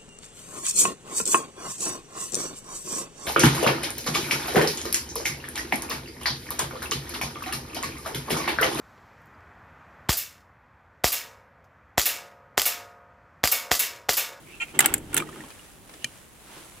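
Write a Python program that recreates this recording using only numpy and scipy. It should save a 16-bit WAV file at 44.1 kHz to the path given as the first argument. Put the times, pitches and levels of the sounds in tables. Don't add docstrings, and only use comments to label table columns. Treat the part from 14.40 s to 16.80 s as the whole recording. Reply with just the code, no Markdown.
import sys
import numpy as np
from scipy import signal
from scipy.fft import rfft, irfft
from scipy.io import wavfile
from scipy.ndimage import uniform_filter1d

SR = 44100
rng = np.random.default_rng(int(sys.argv[2]) if len(sys.argv) > 2 else 0)


def materialize(psi):
    bounded = np.clip(np.atleast_2d(psi).T, -1, 1)
    quanta = np.round(bounded * 32767).astype(np.int16)
    wavfile.write(sys.argv[1], SR, quanta)


N = 105840
T = np.arange(N) / SR

# [t/s, body level/dB, wire level/dB, wire pitch ratio, left-right level/dB]
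CLINKS = [(0.3903, -14.5, -6.5, 1.006, -2.5), (0.4049, -13, -13.5, 1.15, -2.5), (0.425, -31, -36, 1.0, 0),
          (0.4584, -15, -8.5, 1.09, -0.5), (0.5388, -20, -10.5, 1.02, -2.5), (0.579, -44, -32, 1.03, 2),
          (0.7302, -34.5, -52, 0.76, -2), (0.743, -26.5, -15, 1.23, -1.5), (0.766, -20.5, -16, 1.14, -4),
          (0.7739, -21.5, -17.5, 0.89, -3.5), (0.7788, -21.5, -18.5, 1.4, -7.5),
          (.8015, -36, -33.5, 1.1, 1)]
# [f/Hz, width of one filter stage/Hz, level/dB]
WIRE_RESONANCES = [(6860, 310, -6.5), (7340, 180, 3), (8050, 310, -3.5), (9230, 270, -6.5),
                   (10260, 410, -5), (11640, 460, -8), (13300, 3900, -17.5)]
# [f/Hz, level/dB]
BODY_SPECTRUM = [(200, -25), (600, -13), (800, -14), (1050, -18.5), (1400, 0), (2100, -1), (3300, -3.5),
                 (4200, -11), (5500, -14.5), (8000, -7), (15000, -15.5)]
# [f/Hz, level/dB]
RAIL_MODES = [(752, -7.5), (817, -4), (1416, 1), (1722, -9), (2002, -3.5), (2192, 4), (2740, -2),
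              (3070, -10), (7376, 0), (7950, 13), (12065, 2)]
# [t/s, level/dB, f/Hz]
NUDGES = [(0.3907, -14, 2040), (.4010, -24, 1370), (0.4056, -25.5, 2760), (.4425, -24, 3150),
          (.4465, -24, 826), (.4505, -24, 1640), (.4875, -34, 2680), (0.733, -32.5, 1450),
          (0.745, -29, 1390), (.7775, -26.5, 3530), (0.8002, -24, 2350), (.8220, -27, 1250),
          (.8715, -42, 1910), (0.8893, -35.5, 1240), (0.9277, -42, 1800), (.9590, -39, 1260),
          (.989, -45, 1400), (1.005, -36, 1865), (1.038, -41.5, 1100), (1.112, -43, 2490),
          (1.1925, -43, 2860)]
# [pitch ratio, level/dB, 60 dB decay time/s]
SHOULDER_MODES = [(1, 4.5, 0.044), (0.844, -4.5, 0.023), (1.17, -6, 0.026)]
# [f/Hz, width of one filter stage/Hz, level/dB]
HOOK_RESONANCES = [(830, 460, -19.5), (1380, 85, -8), (1860, 37, -4.5), (2150, 92, -2.5), (2423, 80, 4),
                   (2724, 72, 1.5), (3153, 156, -4), (4190, 150, -22), (7100, 2000, -27)]
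# [middle t/s, half length/s, level/dB, f/Hz]
SQUEALS = [(0.093, 0.021, -50, 2310), (0.144, 0.026, -47.5, 2640), (0.294, 0.024, -49, 2440),
           (1.642, 0.033, -52.5, 2900)]
# [f/Hz, level/dB, 60 dB decay time/s]
TICK_MODES = [(130.6, -17.5, 0.12), (250, -22.5, .1), (1827, -3.5, 0.02), (2377, -2.5, 0.044),
              (2900, -14, 0.019), (3040, 0, 0.029), (4130, -0.5, 0.012), (6600, -6, 0.019)]
# [t/s, level/dB]
SLIDE_LEVEL = [(.33, -63), (.352, -40.5), (.385, -50.5), (.41, -29), (.438, -34.5), (.45, -26), (.468, -38),
               (.53, -40.5), (.6, -59.5), (.69, -57.5), (.75, -40.5), (.79, -34), (.85, -55.5),
               (1.03, -52.5), (1.08, -60.5), (1.4, -82)]
# [f/Hz, level/dB]
SLIDE_SPECTRUM = [(300, -16), (850, 10), (1500, 6.5), (2200, 0), (3200, 5), (4300, -7.5), (10000, -9.5),
                  (16000, -23)]
# [t/s, level/dB]
RUMBLE_LEVEL = [(0, -56.5), (.32, -54), (.37, -36.5), (.55, -37), (.66, -47.5), (.72, -43.5), (.79, -32.5),
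                (.87, -44), (1.06, -46.5), (1.1, -62.5), (1.45, -59), (1.55, -54), (1.9, -72.5),
                (2.18, -50), (2.4, -81)]
# [f/Hz, width/Hz, level/dB]
PANEL_RESONANCES = [(152.4, 7.6, 5), (241.4, 76, -0.5), (304.4, 73, 3.5), (379.6, 6.3, 0.5)]
# [t/s, level/dB]
BUMPS = [(0.497, -41.5), (0.659, -45.5)]
# [t/s, level/dB]
CLOTH_LEVEL = [(0, -55.5), (.3, -50), (.45, -67), (.65, -53.5), (1.03, -48.5), (1.32, -52), (1.42, -56.5),
               (1.53, -50), (1.8, -51.5), (1.92, -55.5), (2.17, -48), (2.4, -50)]
# [f/Hz, level/dB]
CLOTH_SPECTRUM = [(150, -1), (500, 1.5), (1500, 1), (3000, -1.5), (5000, -7), (8000, -3.5), (10500, -2.5),
                  (13000, -13), (16000, -18)]
# [t/s, level/dB]
TAPS = [(1.103, -40.5), (1.494, -43.5), (1.538, -41), (2.177, -44)]
# [f/Hz, level/dB]
TAP_SPECTRUM = [(150, -13), (900, 6.5), (3500, -0.5), (6000, -7.5), (14000, -15)]
# [f/Hz, level/dB]
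ROOM_SPECTRUM = [(20, -20), (45, 2), (300, -5.5), (800, -13), (3000, -22), (5000, -29), (11000, -22.5),
                 (15000, -25.5)]
# [f/Hz, side against mid level/dB]
SIDE_SPECTRUM = [(300, -5), (800, -4), (2000, -3), (6000, -1.5), (13000, 0.5)]

STRIKE_RISE_S, STRIKE_FALL_S, TAIL_FALL_S = 0.00062, 0.0028, 0.024
WIRE_FALL_S, BODY_TAIL_DB, WIRE_TAIL_DB = 0.0023, -16, -30.5
SOFT_DULLS = 1
RAIL_DB, RAIL_FOLLOWS = -9, 1.5
RAIL_CYCLES = 124
SOFT_RING_LOSS = 0.12
NUDGE_RISE_S, NUDGE_FALL_S, NUDGE_CLACK_DB = 0.00099, 0.003, -6.5
CREAK_S, CREAK_LENGTH_S, CREAK_DB = 0.1992, 0.032, -26.5
CREAK_RISE_S, CREAK_FALL_S = 0.01, 0.0087
SLIPS_PER_S, SLIP_SPREAD_DB, SQUEAL_WIDTH_HZ = 1900, 1.5, 160
TICK_S, TICK_DB, TICK_FALL_S, TICK_CRACK_DB = 1.6438, -19, 0.0021, -21.5
GRINDS_PER_S, RAIL_WIDTH_HZ, SLIDE_RING_DB = 3500, 12.5, -9
RATTLES_PER_S, RATTLE_WIDTH_HZ, RATTLE_DB = 130, 320, -3
BUMP_HZ, BUMP_FALL_S = 57.7, 0.143
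FIBRES_PER_S = 12000
SWISH_S, SWISH_HALF_S, SWISH_DB = 2.15, 0.058, -49
TAP_FALL_S = 0.0062
NUDGE_PAN_DB, HOOK_PAN_DB, SLIDE_PAN_DB, CLOTH_PAN_DB = -1.5, -2.5, -2.5, -1
ROOM_DB = -53.5
CUTOFF_HZ = 15900


def clinks():
    out = np.zeros((2, N))
    hardest_db = max(row[2] for row in CLINKS)
    wire_lowest_hz = WIRE_RESONANCES[0][0]
    for s, body_db, wire_db, pitch, pan_db in CLINKS:
        dulling = [(11000, 0), (16000, SOFT_DULLS * (wire_db - hardest_db))]
        wire = colour(resonate(noise(size=8192), WIRE_RESONANCES, pitch, order=2), dulling)
        wire = strike(wire, wire_db, WIRE_FALL_S, WIRE_TAIL_DB)
        body = strike(colour(noise(size=8192), BODY_SPECTRUM), body_db, STRIKE_FALL_S, BODY_TAIL_DB)
        add(out, s, (body + wire) * pan(pan_db))
        for hz, db in RAIL_MODES:
            force_db = RAIL_FOLLOWS * (wire_db if hz > wire_lowest_hz else body_db)
            mode = ring(hz, RAIL_DB + db + force_db, RAIL_CYCLES / hz)
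            add(out, s, pan(pan_db / 2) * mode)
    return out


def nudges():
    out = np.zeros((2, N))
    hardest_db = max(row[1] for row in NUDGES)
    for s, db, hz in NUDGES:
        ring_db = db + SOFT_RING_LOSS * (db - hardest_db)
        for ratio, mode_db, t60 in SHOULDER_MODES:
            add(out, s, ring(hz * ratio, ring_db + mode_db, t60, rise_s=NUDGE_RISE_S))
        clack = colour(noise(size=4096), SLIDE_SPECTRUM)
        add(out, s, strike(clack, db + NUDGE_CLACK_DB, NUDGE_FALL_S))
    return out * pan(NUDGE_PAN_DB)


def hook():
    attack = np.clip((T - CREAK_S) / CREAK_RISE_S, 0, 1)
    release = np.exp(-np.maximum(T - CREAK_S - CREAK_LENGTH_S, 0) / CREAK_FALL_S)
    slips = resonate(grains(SLIPS_PER_S, SLIP_SPREAD_DB), HOOK_RESONANCES, order=2)
    running_rms = np.sqrt(uniform_filter1d(np.mean(slips ** 2, 0), size=1024) + 1e-6)
    out = from_db(CREAK_DB) * attack * release * slips / running_rms
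    for s, half_s, db, hz in SQUEALS:
        squeal = resonate(grains(SLIPS_PER_S, SLIP_SPREAD_DB), [(hz, SQUEAL_WIDTH_HZ, 0)])
        out += swell(s, half_s, db) * squeal
    for hz, db, t60 in TICK_MODES:
        add(out, TICK_S, ring(hz, TICK_DB + db, t60))
    crack = colour(noise(size=4096), [(900, -1), (2000, 2), (10000, 3), (15000, -16)])
    add(out, TICK_S, strike(crack, TICK_CRACK_DB, TICK_FALL_S, tail_db=-25.5))
    return out * pan(HOOK_PAN_DB)


def slide():
    grind = rms_one(colour(grains(GRINDS_PER_S, spread_db=2.0), SLIDE_SPECTRUM))
    modes = resonate(grind, [(hz, RAIL_WIDTH_HZ, db) for hz, db in RAIL_MODES])
    rattle = 0
    for hz, _ in RAIL_MODES:
        if hz < WIRE_RESONANCES[0][0]:
            contacts = grains(RATTLES_PER_S, SLIP_SPREAD_DB)
            rattle = rattle + resonate(contacts, [(hz, RATTLE_WIDTH_HZ, 0)], order=2)
    mix = grind + modes * from_db(SLIDE_RING_DB) + rms_one(rattle) * from_db(RATTLE_DB)
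    return level(SLIDE_LEVEL) * mix * pan(SLIDE_PAN_DB)


def wardrobe():
    lowpass = signal.butter(2, 750, fs=SR, output="sos")
    panels = resonate(noise(side_db=-8.5), PANEL_RESONANCES)
    out = level(RUMBLE_LEVEL) * rms_one(signal.sosfilt(lowpass, panels))
    bump_band = signal.butter(2, [BUMP_HZ / 2, BUMP_HZ * 2], "band", fs=SR, output="sos")
    for s, db in BUMPS:
        thud = signal.sosfilt(bump_band, noise(size=32768, side_db=-15))
        add(out, s, strike(thud, db, BUMP_FALL_S, rise_s=0.012))
    return out


def cloth():
    fibres = grains(FIBRES_PER_S, spread_db=3.5)
    rustle = level(CLOTH_LEVEL) * rms_one(colour(fibres, CLOTH_SPECTRUM))
    brush = rms_one(colour(noise(), TAP_SPECTRUM))
    swish = swell(SWISH_S, SWISH_HALF_S, SWISH_DB) * brush
    return (rustle + swish) * pan(CLOTH_PAN_DB)


def taps():
    out = np.zeros((2, N))
    for s, db in TAPS:
        add(out, s, strike(colour(noise(size=4096), TAP_SPECTRUM), db, TAP_FALL_S))
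    return out


def room():
    return from_db(ROOM_DB) * rms_one(colour(noise(), ROOM_SPECTRUM))


def strike(x, db, fall_s, tail_db=-60, rise_s=STRIKE_RISE_S):
    t = T[:x.shape[-1]]
    fall = np.exp(-np.maximum(t - 2 * rise_s, 0) / fall_s)
    tail = from_db(tail_db) * np.exp(-t / TAIL_FALL_S)
    env = np.minimum(t / rise_s, 1) * (fall + tail)
    return from_db(db) * rms_one(x * env) * np.sqrt(np.mean(env ** 2))


def ring(hz, db, t60, rise_s=STRIKE_RISE_S, phase_spread=0.37):
    t = T[:SR // 3]
    phase = rng.uniform(0, 2 * np.pi) + rng.normal(0, phase_spread, (2, 1))
    onset = np.minimum(t / (rise_s + 1 / hz), 1)
    return from_db(db - 60 * t / t60) * onset * np.sin(2 * np.pi * hz * t + phase)


def resonate(x, peaks, pitch=1, order=1):
    out = 0
    for hz, width, db in peaks:
        r = np.exp(-np.pi * width / SR)
        g = (1 - r * r) / 2
        stage = [g, 0, -g, 1, -2 * r * np.cos(2 * np.pi * hz * pitch / SR), r * r]
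        out = out + from_db(db) * signal.sosfilt([stage] * order, x)
    return rms_one(out)


def grains(per_s, spread_db, grain_s=0.00077):
    hits = rng.random(N) < per_s / SR
    sizes = hits * from_db(spread_db * np.minimum(rng.exponential(1, N), 4))
    power = signal.lfilter([1], [1, -np.exp(-2 / (grain_s * SR))], sizes ** 2 + 1e-12)
    return noise() * np.sqrt(power)


def noise(size=N, side_db=0):
    mid, side = rng.standard_normal((2, size))
    return rms_one(mid + from_db(side_db) * colour(side, SIDE_SPECTRUM) * [[1], [-1]])


def colour(x, points):
    hz, db = np.transpose(points)
    bins = np.log(np.fft.rfftfreq(x.shape[-1], 1 / SR) + 1)
    gain = from_db(np.interp(bins, np.log(hz), db))
    return irfft(rfft(x) * gain, x.shape[-1])


def swell(s, half_s, db):
    return from_db(db) * np.exp(-((T - s) / half_s) ** 2 / 2)


def level(rows):
    return from_db(np.interp(T, *np.transpose(rows)))


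def pan(db):
    return from_db(np.array([[db], [-db]]) / 2)


def from_db(db):
    return 10 ** (np.asarray(db) / 20)


def rms_one(x):
    return x / np.sqrt(np.mean(x ** 2) + 1e-20)


def add(out, s, x):
    i = int(s * SR)
    out[:, i:i + x.shape[-1]] += x[:, :N - i]


def scene():
    return clinks() + nudges() + hook() + slide() + wardrobe() + cloth() + taps() + room()


def record(dry):
    lowpass = signal.ellip(10, .2, 70, CUTOFF_HZ, fs=SR, output="sos")
    return signal.sosfilt(lowpass, np.clip(dry, -1, 1))


dry = scene()
out = record(dry)
materialize(out)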